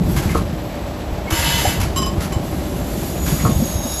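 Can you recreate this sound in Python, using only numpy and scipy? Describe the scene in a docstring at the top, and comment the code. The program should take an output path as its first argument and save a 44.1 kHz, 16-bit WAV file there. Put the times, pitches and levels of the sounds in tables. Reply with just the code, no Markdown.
"""A rotary can sealer runs in a workshop: motors hum, the conveyor rumbles, the star wheel thumps dully.
First valves puff, the linkage taps and the mechanism clunks. At 1.3 s the vacuum chamber vents in a loud
hiss and a latch knocks. Near 2 s a can clinks along the rail as the belt carries it out. From 2.4 s air
leaks with a slowly sinking whistle. After 3 s the puffs and clunks return, and rubbed metal sings."""
import sys
import numpy as np
from scipy import signal
from scipy.fft import rfft, irfft, next_fast_len
from scipy.io import wavfile

SR = 44100
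rng = np.random.default_rng(int(sys.argv[2]) if len(sys.argv) > 2 else 0)


def store_pcm(level_fs):
    """Save levels as 16-bit WAV."""
    pcm = np.round(np.clip(level_fs, -1, 1) * 32767).astype(np.int16)
    wavfile.write(sys.argv[1], SR, np.atleast_2d(pcm).T)


N = 176400
TIME = np.arange(N) / SR
FREQS = np.maximum(np.fft.rfftfreq(N, 1 / SR), 1)


# The chamber vents through a thin jet, then a wide port. Each row: start in seconds, level in dB,
# seconds held open, sag in dB per second, seconds to fade by 60 dB.
JET_OPENING = [(1.316, -18.5, 0.37, 6, 0.53)]
PORT_OPENING = [(1.43, -20, 0.038, 5, 0.8)]
# The tone colour of each hiss. Each row: frequency in Hz, relative level in dB.
JET_COLOUR = [(250, -3), (450, 1.5), (1300, 2.5), (2500, 4.5), (4000, 0), (6500, 1), (8000, -5), (11500, 1)]
PORT_COLOUR = [(500, 3), (1400, -7), (3300, 3), (4800, 6), (6300, -23), (12000, -30)]
# The chamber's resonances. 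Each row: frequency in Hz, boost in dB (a dip if negative).
CHAMBER_RESONANCES = [(938, 30.5), (1610, 18.5), (2010, 15), (2175, 1), (2440, -13), (2640, 12), (2992, 22),
                      (3380, 12.5), (3760, 10.5), (4580, -2), (4870, 5), (5600, -26), (7430, 17)]

def vent(jet_share=0.45):
    """The seal squeaks, then air rushes through the vacuum chamber and sounds its resonances."""
    squeak_level = from_db(-32) * np.exp(-((TIME - 1.286) / 0.010) ** 2)
    squeak = squeak_level * reedy_tone(hz=2170, width_hz=16)
    weaker_resonances = [(hz, jet_share * boost) for hz, boost in CHAMBER_RESONANCES]
    jet = valve_flow(JET_OPENING, attack_s=0.012) * noise(JET_COLOUR, weaker_resonances, ragged_db=5)
    port = valve_flow(PORT_OPENING, attack_s=0.046) * noise(PORT_COLOUR, CHAMBER_RESONANCES)
    sputter = from_db(drift(31))
    return squeak + (jet + port) * sputter


# The valves open. 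Each row: start in seconds, level in dB, seconds held open,
# sag in dB per second (a rise if negative), seconds to fade by 60 dB.
PUFFS = [(.158, -23.5, 0.018, 34, 0.34), (.22, -32, 0.16, -5, 0.14), (1.302, -16.5, 0.0063, 19, 0.071),
         (1.797, -24, 0.037, 30, 0.2), (2.2, -28.5, 0.042, 17, 0.18), (2.32, -23, 0.006, 50, 0.055),
         (3.258, -26.5, 0.06, 26, 0.15), (3.33, -34.5, 0.14, -8, 0.24)]
# The colour of a puff. Each row: frequency in Hz, relative level in dB.
PUFF_COLOUR = [(300, -41), (700, 3.5), (1300, 5), (2200, 2), (3200, -1), (5500, -2), (7500, -3),
               (12000, -3)]

def valves(sputter_db=2.0):
    """Valves let out short, sputtering puffs of exhaust air."""
    return valve_flow(PUFFS, attack_s=0.0083) * from_db(sputter_db * drift(47)) * noise(PUFF_COLOUR)


# Metal parts hit each other. Each row: start in seconds, relative level in dB.
CLUNKS = [(.349, -14.5), (.364, -22), (1.318, -23), (3.449, -18), (3.459, -18.5)]
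KNOCKS = [(1.648, -14)]
TAPS = [(.165, -31), (.177, -25), (.292, -23), (.322, -27), (3.399, -25.5)]
# The tones each part rings with. Each row: pitch in Hz, relative level in dB, seconds to fade by 60 dB.
MECHANISM_TONES = [(331, 5.5, 0.082), (482, 3, .025), (590, -0.5, 0.033), (770, -5, .03),
                   (1084, -1.5, 0.097), (1226, 0, 0.04), (1313, 1.5, 0.032)]
LATCH_TONES = [(578, 4, 0.077), (733, 0.5, 0.086), (820, -3, .08)]
LINKAGE_TONES = [(1844, -2, 0.019), (2074, 0, 0.048), (2243, -2.9, 0.045)]

def mechanism():
    """The indexing mechanism, which steps the cans along, clunks; a latch knocks and the linkage taps."""
    clunks = struck(CLUNKS, MECHANISM_TONES)
    knocks = struck(KNOCKS, LATCH_TONES)
    taps = struck(TAPS, LINKAGE_TONES)
    return from_db(-5.5) * (clunks + knocks + taps)


# The can hits the guide rail. Each row: start in seconds, relative level in dB.
CLINKS = [(1.961, -22.5), (1.972, -23), (1.985, -26.5), (2.018, -25), (2.027, -29), (2.06, -27.5),
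          (2.324, -33.5)]
# The can's ringing tones. Each row: pitch in Hz, relative level in dB, seconds to fade by 60 dB.
CAN_TONES = [(1078, 6, 0.072), (1250, -12, 0.064), (2998, 3, 0.08), (3050, -8, 0.23), (3940, -5.5, 0.075),
             (5039, -2.5, 0.13), (5630, -9, .1), (6142, -9, .13), (7485, 1.5, 0.11), (9950, -12, 0.12),
             (11750, -11.5, 0.14)]

def can(contact_s=0.0052):
    """The can chatters along the rail in short bounces, ringing and scraping at each."""
    ring = from_db(-8.5) * struck(CLINKS, CAN_TONES, contact_s, grit=0.11)
    scrape_level = sum(from_db(db) * (TIME > s) * np.exp(-abs(TIME - s) / contact_s) for s, db in CLINKS)
    return ring + scrape_level * rng.standard_normal(N)


# How loud the leak hisses. Each row: time in seconds, level in dB.
LEAK_LEVEL = [(0, -47), (.12, -31), (.3, -47), (2.38, -65), (2.45, -38.5), (2.8, -37.5), (3.06, -29.5),
              (3.2, -34.5), (3.29, -24.5), (3.49, -29.5), (3.72, -28.5), (3.8, -35), (3.88, -29)]
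# The colour of that hiss. Each row: frequency in Hz, relative level in dB.
LEAK_COLOUR = [(1500, -6), (3000, 0.5), (5500, 2), (7000, 2), (12000, 6)]
# The leak's whistle. Each row: time in seconds, pitch in Hz, relative level in dB.
WHISTLE = [(2.4, 7800, -59), (3.05, 7060, -48.5), (3.3, 6780, -41), (3.5, 6765, -40), (3.71, 6585, -37),
           (4, 6410, -46)]

def leak(lock_db=-42):
    """A thin hiss whose whistle sinks with the pressure, airy until strong enough to lock into a tone."""
    hiss_db, = in_time(LEAK_LEVEL)
    hz, whistle_db = in_time(WHISTLE)
    locked = from_db(np.minimum(whistle_db - lock_db, 0))
    clear = locked * reedy_tone(hz, width_hz=14)
    airy = from_db(2) * reedy_tone(hz, width_hz=150)
    hiss = from_db(hiss_db) * noise(LEAK_COLOUR, ragged_db=10.5)
    return hiss + from_db(whistle_db) * (clear + airy)


# The tones of rubbed metal. Each row: pitch in Hz, relative level in dB.
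ROLLER_TONES = [(3731, -40.5), (3865, -41), (5010, -43), (5529, -39.5), (6686, -32.5), (10282, -39),
                (11063, -39)]

def rollers():
    """Rubbed metal, probably the seaming rollers, swells near the end with a rasp around each tone."""
    swell_db = np.interp(TIME, [3.1, 3.55, 3.82, 3.93], [-60, -13, -7, 0])
    out = 0
    for hz, db in ROLLER_TONES:
        tone = reedy_tone(hz, width_hz=16)
        rasp = from_db(-6) * reedy_tone(hz, width_hz=70)
        out += from_db(db) * (tone + rasp)
    return from_db(swell_db) * out


# How loud the drive rumbles. Each row: time in seconds, level in dB.
RUMBLE_LEVEL = [(0, -17.5), (.4, -20), (.6, -30), (.9, -41), (1.27, -30.5), (1.85, -22.5), (2.15, -26.5),
                (2.35, -28), (3.15, -27), (3.29, -21.5), (3.65, -23.5), (3.8, -28.5), (4, -54)]
# The colour of that rumble. Each row: frequency in Hz, relative level in dB.
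RUMBLE_COLOUR = [(20, -36), (45, 2), (75, 5), (125, -1.5), (175, 3.5), (260, -10), (360, -7), (480, -24),
                 (1200, -54.5)]
# The wheel and frame thump. Each row: start in seconds, relative level in dB, pitch in Hz.
THUMPS = [(.008, -5.5, 180), (0.096, -14, 113), (.171, -12, 143), (.257, -5, 98), (0.37, -7, 69.6),
          (.529, -11, 142), (1.124, -11.5, 63.4), (1.324, -6, 76), (1.388, -8.5, 82), (1.48, -12.5, 154),
          (1.539, -7.5, 86), (1.674, -8, 86), (1.798, -6.5, 82), (2.179, -8.5, 72.6), (2.362, -6.5, 98),
          (3.322, -5, 154), (3.436, -8, 186), (3.452, -4.5, 109.4), (3.49, -6.5, 210), (3.514, -11, 148),
          (3.56, -5, 79), (3.598, -9, 165), (3.619, -5, 224), (3.754, -7, 79), (3.848, -13, 247)]

def star_wheel(rise_s=0.0057, overtone_ratio=2.36):
    """The drive of the notched wheel rumbles, and the frame answers with soft, short thumps."""
    rumble_db, = in_time(RUMBLE_LEVEL)
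    out = from_db(rumble_db + drift(54)) * noise(RUMBLE_COLOUR)
    for start, db, hz in THUMPS:
        age = np.maximum(TIME - start, 0)
        swell = age / rise_s * np.exp(1 - age / rise_s)
        phase = 2 * np.pi * hz * age
        overtone = from_db(-17.5) * np.sin(overtone_ratio * phase + 2 * np.pi * rng.random())
        out += from_db(db - 3) * swell * (np.sin(phase) + overtone)
    return out


# How loud the loaded belt is. Each row: time in seconds, level in dB.
BELT_LEVEL = [(1.4, -49), (2, -29), (3.1, -28.5), (3.6, -45)]
# The colour of its drone. Each row: frequency in Hz, relative level in dB.
BELT_COLOUR = [(70, -7), (160, 8.5), (380, 5), (520, -25)]

def belt():
    """The slat belt drones evenly while it carries the can."""
    drone_db, = in_time(BELT_LEVEL)
    return from_db(drone_db) * noise(BELT_COLOUR)


# The machinery's steady roar and faint hiss. Each row: frequency in Hz, relative level in dB.
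ROAR_COLOUR = [(20, -46), (40, -3.5), (62, 1.5), (120, -5.5), (220, -7), (350, -10.5), (430, -12.5),
               (620, -9.5), (900, -16), (1400, -23.5), (2500, -27), (4000, -30.5)]
HISS_COLOUR = [(6000, -36), (8000, -39), (12000, -41)]
# Motor hum and thin electrical whine. Each row: pitch in Hz, level in dB.
HUM = [(64, -39), (313, -39.5), (586, -42), (802, -48)]
WHINE = [(11960, -58), (12344, -60)]

def machinery(roar_db=-26, wander_hz=2.866, flutter_db=3.5):
    """Motors and conveyor make a lightly rattling roar with wavering tones."""
    out = from_db(roar_db + drift(30)) * noise(ROAR_COLOUR + HISS_COLOUR)
    for hz, db in HUM + WHINE:
        phase = 2 * np.pi * np.cumsum(hz + wander_hz * drift(5.34)) / SR
        out += np.sqrt(2) * from_db(db + flutter_db * drift(22)) * np.sin(phase)
    return out


def workshop_echoes(sound, fade_s=0.16):
    """Sound bounces between hard walls; only the echoes are returned."""
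    size = next_fast_len(N + SR)
    hz = np.fft.rfftfreq(size, 1 / SR)
    response = 0
    for k, delay_s in enumerate(rng.uniform(.009, .045, size=10)):
        round_trip = from_db(-60 * delay_s / fade_s) * np.exp(-2j * np.pi * hz * delay_s)
        response += (-1) ** k * round_trip / (1 - round_trip)
    response /= np.sqrt(np.mean(abs(response) ** 2))
    return irfft(rfft(sound, size) * response, size)[:N]


def valve_flow(openings, attack_s):
    """The airflow of each opening rises, sags as the pressure changes and dies away when shut."""
    power = 0
    for start, db, hold_s, sag, fade_s in openings:
        age = np.maximum(TIME - start, 0)
        rise = np.minimum(age / attack_s, 1)
        fall_db = sag * np.minimum(age, hold_s) + 60 * np.maximum(age - hold_s, 0) / fade_s
        power += (rise * from_db(db - fall_db)) ** 2
    return np.sqrt(power)


def struck(hits, tones, contact_s=0.0038, grit=0.087):
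    """Each hit is a click and a brief gritty scrape that rings every tone with a strength of its own."""
    out = np.zeros(N)
    swell = TIME[:SR // 10] / contact_s
    for hz, tone_db, fade_s in tones:
        force = np.zeros(N + SR)
        for start, db in hits:
            contact = grit * rng.standard_normal(len(swell)) * swell * np.exp(1 - swell)
            contact[0] += rng.choice([-1, 1])  # the click
            first = int(start * SR)
            force[first:first + len(swell)] += from_db(db + tone_db) * contact
        decay, angle = from_db(-60 / (fade_s * SR)), 2 * np.pi * hz / SR
        feedback = [1, -2 * decay * np.cos(angle), decay ** 2]
        out += signal.lfilter([0, np.sin(angle)], feedback, force[:N] + 1e-18)
    return out


def noise(colour, resonances=(), ragged_db=0, ragged_hz=44.2, sharpness=74):
    """Noise with a broad colour, narrow resonances and the ragged peaks that nearby metal walls add."""
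    hz, db = np.transpose(colour)
    shape_db = np.interp(np.log(FREQS), np.log(hz), db)
    knots = np.arange(SR // 20) * ragged_hz
    shape_db += ragged_db * np.interp(FREQS, knots, rng.uniform(-1, 1, len(knots)))
    for centre, boost in resonances:
        shape_db += boost / (1 + (sharpness * (FREQS / centre - 1)) ** 2)
    return unit_power(irfft(rfft(rng.standard_normal(N)) * from_db(shape_db), N))


def reedy_tone(hz, width_hz):
    """A narrow resonance stirred by turbulence: the wider, the breathier."""
    phase = 2 * np.pi * np.cumsum(hz * np.ones(N)) / SR
    return unit_power(drift(width_hz) * np.cos(phase) + drift(width_hz) * np.sin(phase))


def drift(rate_hz):
    """A smooth random wobble with a typical size of 1."""
    return unit_power(irfft(rfft(rng.standard_normal(N)) / (1 + (FREQS / rate_hz) ** 2), N))


def in_time(rows):
    """Join timed rows with straight lines, one curve for each column after the time."""
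    seconds, *columns = np.transpose(rows)
    return [np.interp(TIME, seconds, column) for column in columns]


def unit_power(x):
    """Scale to an average power of 1."""
    return x / np.sqrt(np.mean(x ** 2) + 1e-20)


def from_db(db):
    """Turn decibels into a multiplier."""
    return 10 ** (np.asarray(db) / 20)


def scene():
    """All sources in one channel; only the sharper ones echo."""
    sharp = mechanism() + valves() + vent() + leak() + rollers() + can()
    background = machinery() + star_wheel() + belt()
    return (sharp + background + from_db(-7) * workshop_echoes(sharp))[None]


def record(dry, dip_hz=9000, dip_width_hz=650, dip_db=-14, cutoff_hz=13300):
    """The treble dips in one band, and the very top is cut steeply."""
    dip = from_db(dip_db * np.exp(-((FREQS - dip_hz) / dip_width_hz) ** 2))
    lowpass = signal.cheby2(20, 70, cutoff_hz, fs=SR, output="sos")
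    return signal.sosfilt(lowpass, irfft(rfft(dry) * dip, N))


dry = scene()
out = record(dry)
store_pcm(out)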